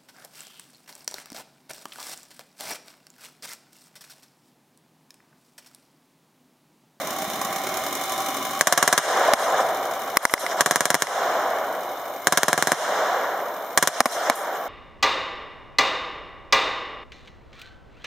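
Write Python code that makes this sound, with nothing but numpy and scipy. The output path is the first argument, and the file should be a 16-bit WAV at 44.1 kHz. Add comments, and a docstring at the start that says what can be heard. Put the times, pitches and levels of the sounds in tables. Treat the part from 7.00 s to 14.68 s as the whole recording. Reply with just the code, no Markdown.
"""In a field by a wood, a machine gun on an armoured vehicle fires four bursts of blanks.
A machine pistol and rifles fire nearer by. Each shot is a sharp jump in air pressure that bounces
off things around it, and the trees roll it back as an echo. A diesel engine knocks, speeds up,
then sinks behind the shooting. The microphone hisses faintly; a limiter (an automatic volume
control) turns loud shots down, and the sharpest peaks clip."""
import sys
import numpy as np
from scipy import signal
from scipy.io import wavfile
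from scipy.ndimage import uniform_filter1d, minimum_filter1d

SR = 44100
rng = np.random.default_rng(int(sys.argv[2]) if len(sys.argv) > 2 else 0)


def pcm_store(signal):
    """Save signal as 16-bit PCM."""
    levels = np.round(np.clip(np.atleast_2d(signal), -1, 1) * 32767)
    wavfile.write(sys.argv[1], SR, levels.astype(np.int16).T)


N = 338688

# the microphone's own hiss: f/Hz, level/dB
HISS_COLOUR = [(100, -22), (3000, -22), (11500, -21), (12700, -11), (13400, -1), (14200, -1), (15000, -7),
               (15800, -16)]
# narrow bands that sound hollow, the lowest cancelled by a bounce off the ground,
# the others in the microphone: f/Hz, width/Hz, depth/dB
HOLLOW_BANDS = [(879, 104, -7.5), (2595, 476, -30), (4600, 890, -19.5), (7840, 390, -24)]
# how much the microphone's two openings differ: f/Hz, side over mid/dB
STEREO_WIDTH = [(40, 4), (130, -48), (600, -24), (1200, -16), (2400, -4.5), (5000, -3.5), (14000, -10)]

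# engine loudness as it sinks behind the shooting: t/s, level/dB
ENGINE_LEVEL = [(0, -30.5), (1.15, -29.5), (1.6, -31.5), (2.7, -35), (4, -39.5), (7.7, -43.5)]
# tone of the engine noise: f/Hz, level/dB
ENGINE_COLOUR = [(30, -36), (70, -25), (150, -14.5), (300, -8), (460, -7.5), (640, -0.5), (1150, -6.5),
                 (1500, -11), (2200, -7), (3300, -12), (6500, -7.5), (9000, -13.5), (15000, -13.5)]
# engine position as the microphone turns: t/s, left over right/dB
ENGINE_PAN = [(0, -1), (.8, -1.2), (1.6, 0.5)]
# ringing exhaust and engine covers: f/Hz, width/Hz, idle level/dB, level at speed/dB
COVER_RINGS = [(289.4, 24, -21, -16), (374, 34, -14.5, -17), (642, 45, -10.5, -15), (770, 27, -6.5, -6.5),
               (1014, 12, -14, -9.5), (1107, 50, -15.5, -6), (2120, 54, -26, -15.5),
               (2920, 100, -19, -15.5), (3510, 110, -19, -16)]
# each cylinder's knock: level/dB
CYLINDER_KNOCKS = [-1, -7, -12, -2]

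# tone of the echo: f/Hz, level/dB
ECHO_COLOUR = [(50, -57), (130, -27.5), (260, -20.5), (420, -7.5), (680, 4), (1100, -1), (1700, -3.5),
               (2300, -11), (3500, -11.5), (6500, -11.5), (10000, -18.5), (15500, -30)]
# what air and leaves soak up: f/Hz, loss/(dB per s)
ECHO_LOSS = [(200, 1.1), (700, 2.3), (1500, 8.5), (3500, 21.2), (7000, 32.2), (14000, 74)]
# machine gun echoes from ground and wood: delay/s, spread/doublings of delay, level/dB
FAR_ECHOES = [(0.026, 1.59, 12), (.48, 0.84, 0)]
# the nearer guns' echoes from ground, close trees and wood: delay/s, spread/doublings, level/dB
NEAR_ECHOES = [(0.049, 1.3, 3.5), (0.261, 0.13, 1.5), (1.2, .65, -2.5)]

# rifle shots: t/s, high crack/dB, low boom/dB, direct shock against its scatter/dB, echo/dB
RIFLE_SHOTS = [(2.3361, -13.5, -19.5, 0, 8), (7.0048, -15.5, -12.5, -10.5, 3),
               (7.0574, -17.5, -16, -3.5, 5.5), (7.2991, -23.5, -21, -2, -3.5)]
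# tone of a rifle blast: f/Hz, level/dB
RIFLE_COLOUR = [(40, -33), (120, 3), (250, 14), (400, 2.5), (650, 18.5), (1100, 10.5), (1500, 2.5),
                (2300, 0.5), (3200, -15.5), (5000, -8), (7000, -13), (11000, -15), (15500, -27)]
# machine pistol shots: t/s, crack/dB, boom/dB, shock/dB, echo/dB
PISTOL_SHOTS = [(3.1709, -3, -5, -3, 4.5), (3.2527, -6, -5, -4, 4.5), (3.3386, -6.5, -7, -2, 4),
                (3.9441, -2, -1, 0, -3)]
# tone of a pistol blast: f/Hz, level/dB
PISTOL_COLOUR = [(40, -17), (120, -5), (280, 11), (450, 6), (650, 2.5), (1100, 9.5), (1500, 3.5),
                 (2300, 3.5), (3300, -11), (5000, -2), (7000, -8), (11000, -7), (15500, -16)]
# machine gun bursts; a hitch in the ammunition belt starts a new row:
# first shot/s, last shot/s, shots, start-up lag/s, crack/dB, boom/dB, shock/dB, echo/dB
GUN_BURSTS = [(1.6105, 1.9780, 8, 0.015, -8.5, -12.5, -4, 5),
              (3.6082, 3.9517, 8, 0.0065, -13.5, -15.5, -1, 0),
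              (4.0221, 4.0217, 1, 0, -17.5, -22.5, 3, -1.5), (5.2712, 5.3737, 3, .0063, -12, -14.5, -5, 0),
              (5.4328, 5.7192, 7, .0037, -15, -13.5, -3, 1.5),
              (6.7755, 6.8742, 3, 0.0056, -8.5, -13.5, -5.5, 2)]
# tone of a machine gun blast: f/Hz, level/dB
GUN_COLOUR = [(40, -96), (90, -20), (150, -1.5), (350, 0.5), (650, 4), (1100, 2), (1700, -1.5),
              (3000, -11.5), (6500, -7.5), (11000, -14.5), (15500, -21.5)]
# its bounces off the vehicle's body and the ground: delay/s, level/dB
GUN_BOUNCES = [(.0012, -6.5), (.0034, -56), (.0092, -13), (0.0124, -8.5)]
# armour plates that it sets ringing: f/Hz, level/dB, time to fade by 60 dB/s
ARMOUR_RINGS = [(163, -39.5, 0.13), (631, -28, 0.12), (731, -22, 0.12), (1002, -21, 0.085),
                (1145, -26, 0.061), (1674, -18.5, 0.045)]


def amp(db):
    """Turns decibels into a number to multiply by."""
    return 10 ** (np.asarray(db) / 20)


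def unit(x):
    """Scales a signal to an average size (rms) of 1."""
    return x / np.sqrt(np.mean(x ** 2) + 1e-20)


def curve(rows, t):
    """Reads a table of (t/s, value) at times t."""
    return np.interp(t, *np.transpose(rows))


def spectrum(rows, hz):
    """Reads a table of (f/Hz, value), with octaves evenly spaced."""
    f, value = np.transpose(rows)
    return np.interp(np.log(hz + 1), np.log(f), value)


def shape(x, db_at, size=4096):
    """Filters by db_at(Hz) so that nothing sounds before its cause (minimum phase)."""
    log_gain = np.log(amp(db_at(abs(np.fft.fftfreq(size, 1 / SR)))))
    taps = np.fft.ifft(np.exp(np.conj(signal.hilbert(log_gain)))).real
    return signal.oaconvolve(x, taps[None], axes=1)[:, :x.shape[1]]


def colour(x, rows):
    """Gives a sound the tone listed in a table."""
    return shape(x, lambda hz: spectrum(rows, hz))


def passband(x, kind, hz, order=2):
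    """Lets through the lows, the highs or a band."""
    return signal.lfilter(*signal.butter(order, hz, kind, fs=SR), x)


def add(mix, s, sound):
    """Mixes a sound in at s seconds."""
    part = mix[:, round(s * SR):][:, :sound.shape[1]]
    part += sound[:, :part.shape[1]]


def drift(per_s):
    """A slow random wander, about 1 in size."""
    knots = rng.standard_normal(400)
    return np.interp(np.arange(N) / SR * per_s, np.arange(len(knots)), knots)


def left_right(sound):
    """Turns mid (what both ears share) and side (how they differ) into left and right."""
    side = colour(sound[1:], STEREO_WIDTH)[0]
    return np.array([sound[0] + side, sound[0] - side])


def hiss():
    """The microphone's own faint, high noise."""
    noise = unit(colour(rng.standard_normal((2, N)), HISS_COLOUR))
    return amp(-47.5) * noise * amp([[0], [-6]])


def engine(idle_per_s=35, fast_per_s=48.5, rev_at_s=.79, rev_s=.09, knock_s=0.0076, chug_hz=160):
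    """Each firing of the diesel is a puff of noise that clatters and sets the covers ringing."""
    t = np.arange(N) / SR
    level_db = curve(ENGINE_LEVEL, t)
    speed = 1 / (1 + np.exp((rev_at_s - t) / rev_s))  # 0 at idle, 1 at speed
    rate = idle_per_s + (fast_per_s - idle_per_s) * speed
    firings = .3 + np.cumsum(rate) / SR
    firings += .22 * np.sin(np.pi * firings / 2) ** 2  # every second cylinder knocks early
    number = firings.astype(int)
    strength = amp(np.array(CYLINDER_KNOCKS)[number % 4] + 1.1 * rng.standard_normal(N)[number])
    knock = strength * np.exp(-(firings % 1) / rate / knock_s)
    body = unit((1 + knock) * rng.standard_normal((2, N)))
    # each knock is a cluster of small ticks
    grit = amp(1.1 * unit(uniform_filter1d(rng.standard_normal(N), size=60)))
    clatter = unit((0.3 + 1.57 * knock) * grit * rng.standard_normal((2, N)))
    clatter *= amp(-3.5 + 0.32 * (level_db - level_db.max()))  # duller as the engine sinks
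    noise = passband(body, "low", 3000) + passband(clatter, "high", 3000)
    out = amp(-1.5) * unit(colour(noise, ENGINE_COLOUR))
    for hz, width, idle_db, fast_db in COVER_RINGS:
        ring = unit(signal.lfilter(*signal.iirpeak(hz, hz / width, SR), body))
        out += ring * amp(idle_db + (fast_db - idle_db) * speed + 3 * drift(7))
    # the exhaust chugs on every second firing, most clearly at idle
    age = (firings % 2) / rate
    chug = np.sin(2 * np.pi * chug_hz * age) * age * np.exp(-age / 0.005)
    out[0] += unit(chug) * amp(-15 - 16 * speed + 2.3 * drift(13))
    return out * amp(level_db)


def swell(echoes, t):
    """Level in dB, t seconds after a shot: each echo builds up to its delay, then fades more slowly."""
    power = sum(amp(db) ** 2 * np.exp(-(np.log2((t + 1e-3) / delay) / spread) ** 2)
                for delay, spread, db in echoes)
    return 10 * np.log10(power + 1e-12)


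def wood_echo(rows, echoes, level_db, tilt_db, patchy_db, count=4):
    """Countless trunks and leaves throw each shot back; the later the echo, the duller."""
    out, tails = np.zeros((2, N)), []
    for _ in range(count):
        noise = unit(colour(rng.standard_normal((2, 5 * SR // 2)), ECHO_COLOUR))
        hz, t, bands = signal.stft(noise, SR, nperseg=512)
        # random louder and softer patches across pitch and time
        patches = uniform_filter1d(rng.standard_normal(bands.shape[1:]), size=12, axis=0)
        patches = unit(uniform_filter1d(patches, size=4, axis=1))
        db = swell(echoes, t) - np.outer(spectrum(ECHO_LOSS, hz), t) + patchy_db * patches
        db += tilt_db * np.log2(1 + hz / 1500)[:, None]
        tails.append(signal.istft(bands * amp(db), SR, nperseg=512)[1])
    for k, (s, *_, echo_db) in enumerate(rows):
        add(out, s, amp(level_db + echo_db) * tails[k % count])
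    return out


def leaf_sizzle(rows, level_db, delay_s=0.055, fade_s=0.039, size=12000):
    """A wall of leaves throws back only the highest part of each near crack."""
    out, t = np.zeros((2, N)), np.arange(size) / SR
    for s, *_ in rows:
        sizzle = passband(rng.standard_normal((2, size)), "band", [8000, 13000])
        add(out, s + delay_s, amp(level_db) * unit(sizzle) * np.exp(-t / fade_s))
    return out


def blast(shock_db, surroundings, tone, scatter_db, scatter_s, bounces, rings=()):
    """One bang (mid, side): a shock, its bounces, scatter from things nearby and any ringing metal."""
    size = surroundings.shape[1]
    t = np.arange(size) / SR
    bang = np.zeros((2, size))
    bang[0, 0] = amp(shock_db)
    # the shock reaches one side of the microphone first
    bang[1, :3] = amp(shock_db) * rng.choice([-1, 1]) * np.array([.7, 0, -.7])
    for delay, db in bounces:
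        late = t - delay * rng.uniform(.98, 1.02)
        smear = np.exp(-(late / .0001) ** 2)  # a rough surface smears and dulls the bounce
        bang[0] += amp(db) * smear / smear.sum()
    paths = .7 * surroundings + .7 * rng.standard_normal((2, size))
    scatter = passband(paths, "high", 420)  # small things scatter little bass
    bang += amp(scatter_db) * scatter * (1 + t / scatter_s) * np.exp(-t / scatter_s)
    for hz, db, fade_s in rings:
        struck_db = db + 2.5 * rng.standard_normal()
        bang[0] += amp(struck_db - 60 * t / fade_s) * np.sin(2 * np.pi * hz * t) / 10
    return colour(bang, tone)


def shots(rows, level_db, split_hz=2000, **gun):
    """One gun's bangs, each with its own share of low boom and high crack."""
    out = np.zeros((2, N))
    surroundings = rng.standard_normal((2, 6000))  # these scatter all of the gun's shots alike
    onset = 441  # the first 10 ms set the levels
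    for s, crack_db, boom_db, shock_db, _ in rows:
        bang = blast(shock_db, surroundings, **gun)
        bass = passband(bang, "low", split_hz)
        treble = -passband(bang, "high", split_hz)
        boom = amp(boom_db) * bass / bass[0, :onset].std()
        crack = amp(crack_db) * treble / treble[0, :onset].std()
        add(out, s, boom + crack)
    return amp(level_db) * out


def rifles():
    """Single rifle bangs that sizzle in the leaves."""
    bangs = shots(RIFLE_SHOTS, level_db=11, tone=RIFLE_COLOUR, scatter_db=-25, scatter_s=0.003,
                  bounces=[(.0014, -36), (.0036, -7)])
    return bangs + leaf_sizzle(RIFLE_SHOTS, level_db=-31)


def machine_pistol(slap_s=.1258):
    """Short, sharp bangs that sizzle in the leaves and slap back off something flat and distant."""
    bangs = shots(PISTOL_SHOTS, level_db=1.1, tone=PISTOL_COLOUR, scatter_db=-19, scatter_s=0.0015,
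                  bounces=[(.0012, -14.5)])
    out = bangs + leaf_sizzle(PISTOL_SHOTS, level_db=-27.5)
    add(out, slap_s, amp(-15) * passband(bangs, "band", [1200, 4500], order=1))
    return out


def burst_shots(lag_left=.3, uneven_db=(1.3, 1.7, 3.5)):
    """Lists the machine gun's shots: its sliding bolt starts slowly, then settles into a beat."""
    rows = []
    for first_s, last_s, count, lag_s, *levels_db, echo_db in GUN_BURSTS:
        lags = lag_s * (1 - lag_left ** np.arange(round(count)))
        times = np.linspace(first_s, last_s - lags[-1], len(lags)) + lags
        for k, s in enumerate(times):
            # blanks burn unevenly
            crack_db, boom_db, shock_db = levels_db + np.array(uneven_db) * rng.standard_normal(3)
            if k == 0:  # the first shot is harder
                crack_db, boom_db = crack_db + 3.5, boom_db + 1.5
            rows.append((s, crack_db, boom_db, shock_db, echo_db))
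    return rows


def machine_gun(rows):
    """Rapid bangs that bounce off the vehicle and the ground and set the armour ringing."""
    return shots(rows, level_db=10.45, tone=GUN_COLOUR, scatter_db=-24, scatter_s=0.004,
                 bounces=GUN_BOUNCES, rings=ARMOUR_RINGS)


def scene():
    """Guns and echoes ahead, over hiss and an engine that shifts from slightly right to the middle."""
    belt = burst_shots()
    guns = machine_gun(belt) + machine_pistol() + rifles()
    far = wood_echo(belt, FAR_ECHOES, level_db=-28, tilt_db=0.31, patchy_db=1.5)
    near = wood_echo(PISTOL_SHOTS + RIFLE_SHOTS, NEAR_ECHOES, level_db=-31, tilt_db=1.03, patchy_db=3.5)
    ahead = left_right(guns + far + near + hiss())
    pan_db = curve(ENGINE_PAN, np.arange(N) / SR)
    return ahead + left_right(engine()) * amp([pan_db / 2, -pan_db / 2])


def hollows(hz):
    """Level change in dB where sound is cancelled, by a ground bounce or in the microphone."""
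    return sum(10 * np.log10(1 - (1 - amp(db) ** 2) / (1 + ((hz - f) / (width / 2)) ** 2))
               for f, width, db in HOLLOW_BANDS)


def smooth(x, lag_s):
    """Follows a signal with a short lag."""
    keep = np.exp(-1 / (lag_s * SR))
    return signal.lfilter([1 - keep], [1, -keep], x)


def limiter(x, threshold_db=-10, hold_s=0.041, release_s=0.066, attack_s=0.00043):
    """Turns loud sound down at once, holds it there, then lets go."""
    power = smooth((x ** 2).mean(0), lag_s=0.001)
    over_db = np.maximum(10 * np.log10(power + 1e-12) - threshold_db, 1e-6)
    half = int(hold_s * SR / 2)
    held_db = -minimum_filter1d(-over_db, 2 * half + 1, origin=half)
    fade = np.arange(N) / SR / release_s
    down_db = np.exp(np.maximum.accumulate(np.log(held_db) + fade) - fade)
    return x * amp(-smooth(down_db, attack_s))


def record(dry, low_hz=40, high_hz=15750):
    """Applies the hollow bands and limiter, rounds off peaks and trims the extreme lows and highs."""
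    limited = limiter(shape(dry, hollows))
    clipped = .95 * limited / (1 + limited ** 6) ** (1 / 6)
    trimmed = passband(clipped, "high", low_hz, order=1)
    top_cut = signal.firwin(151, high_hz, window=("kaiser", 9), fs=SR)
    return signal.oaconvolve(trimmed, top_cut[None], "same")


dry = scene()
out = record(dry)
pcm_store(out)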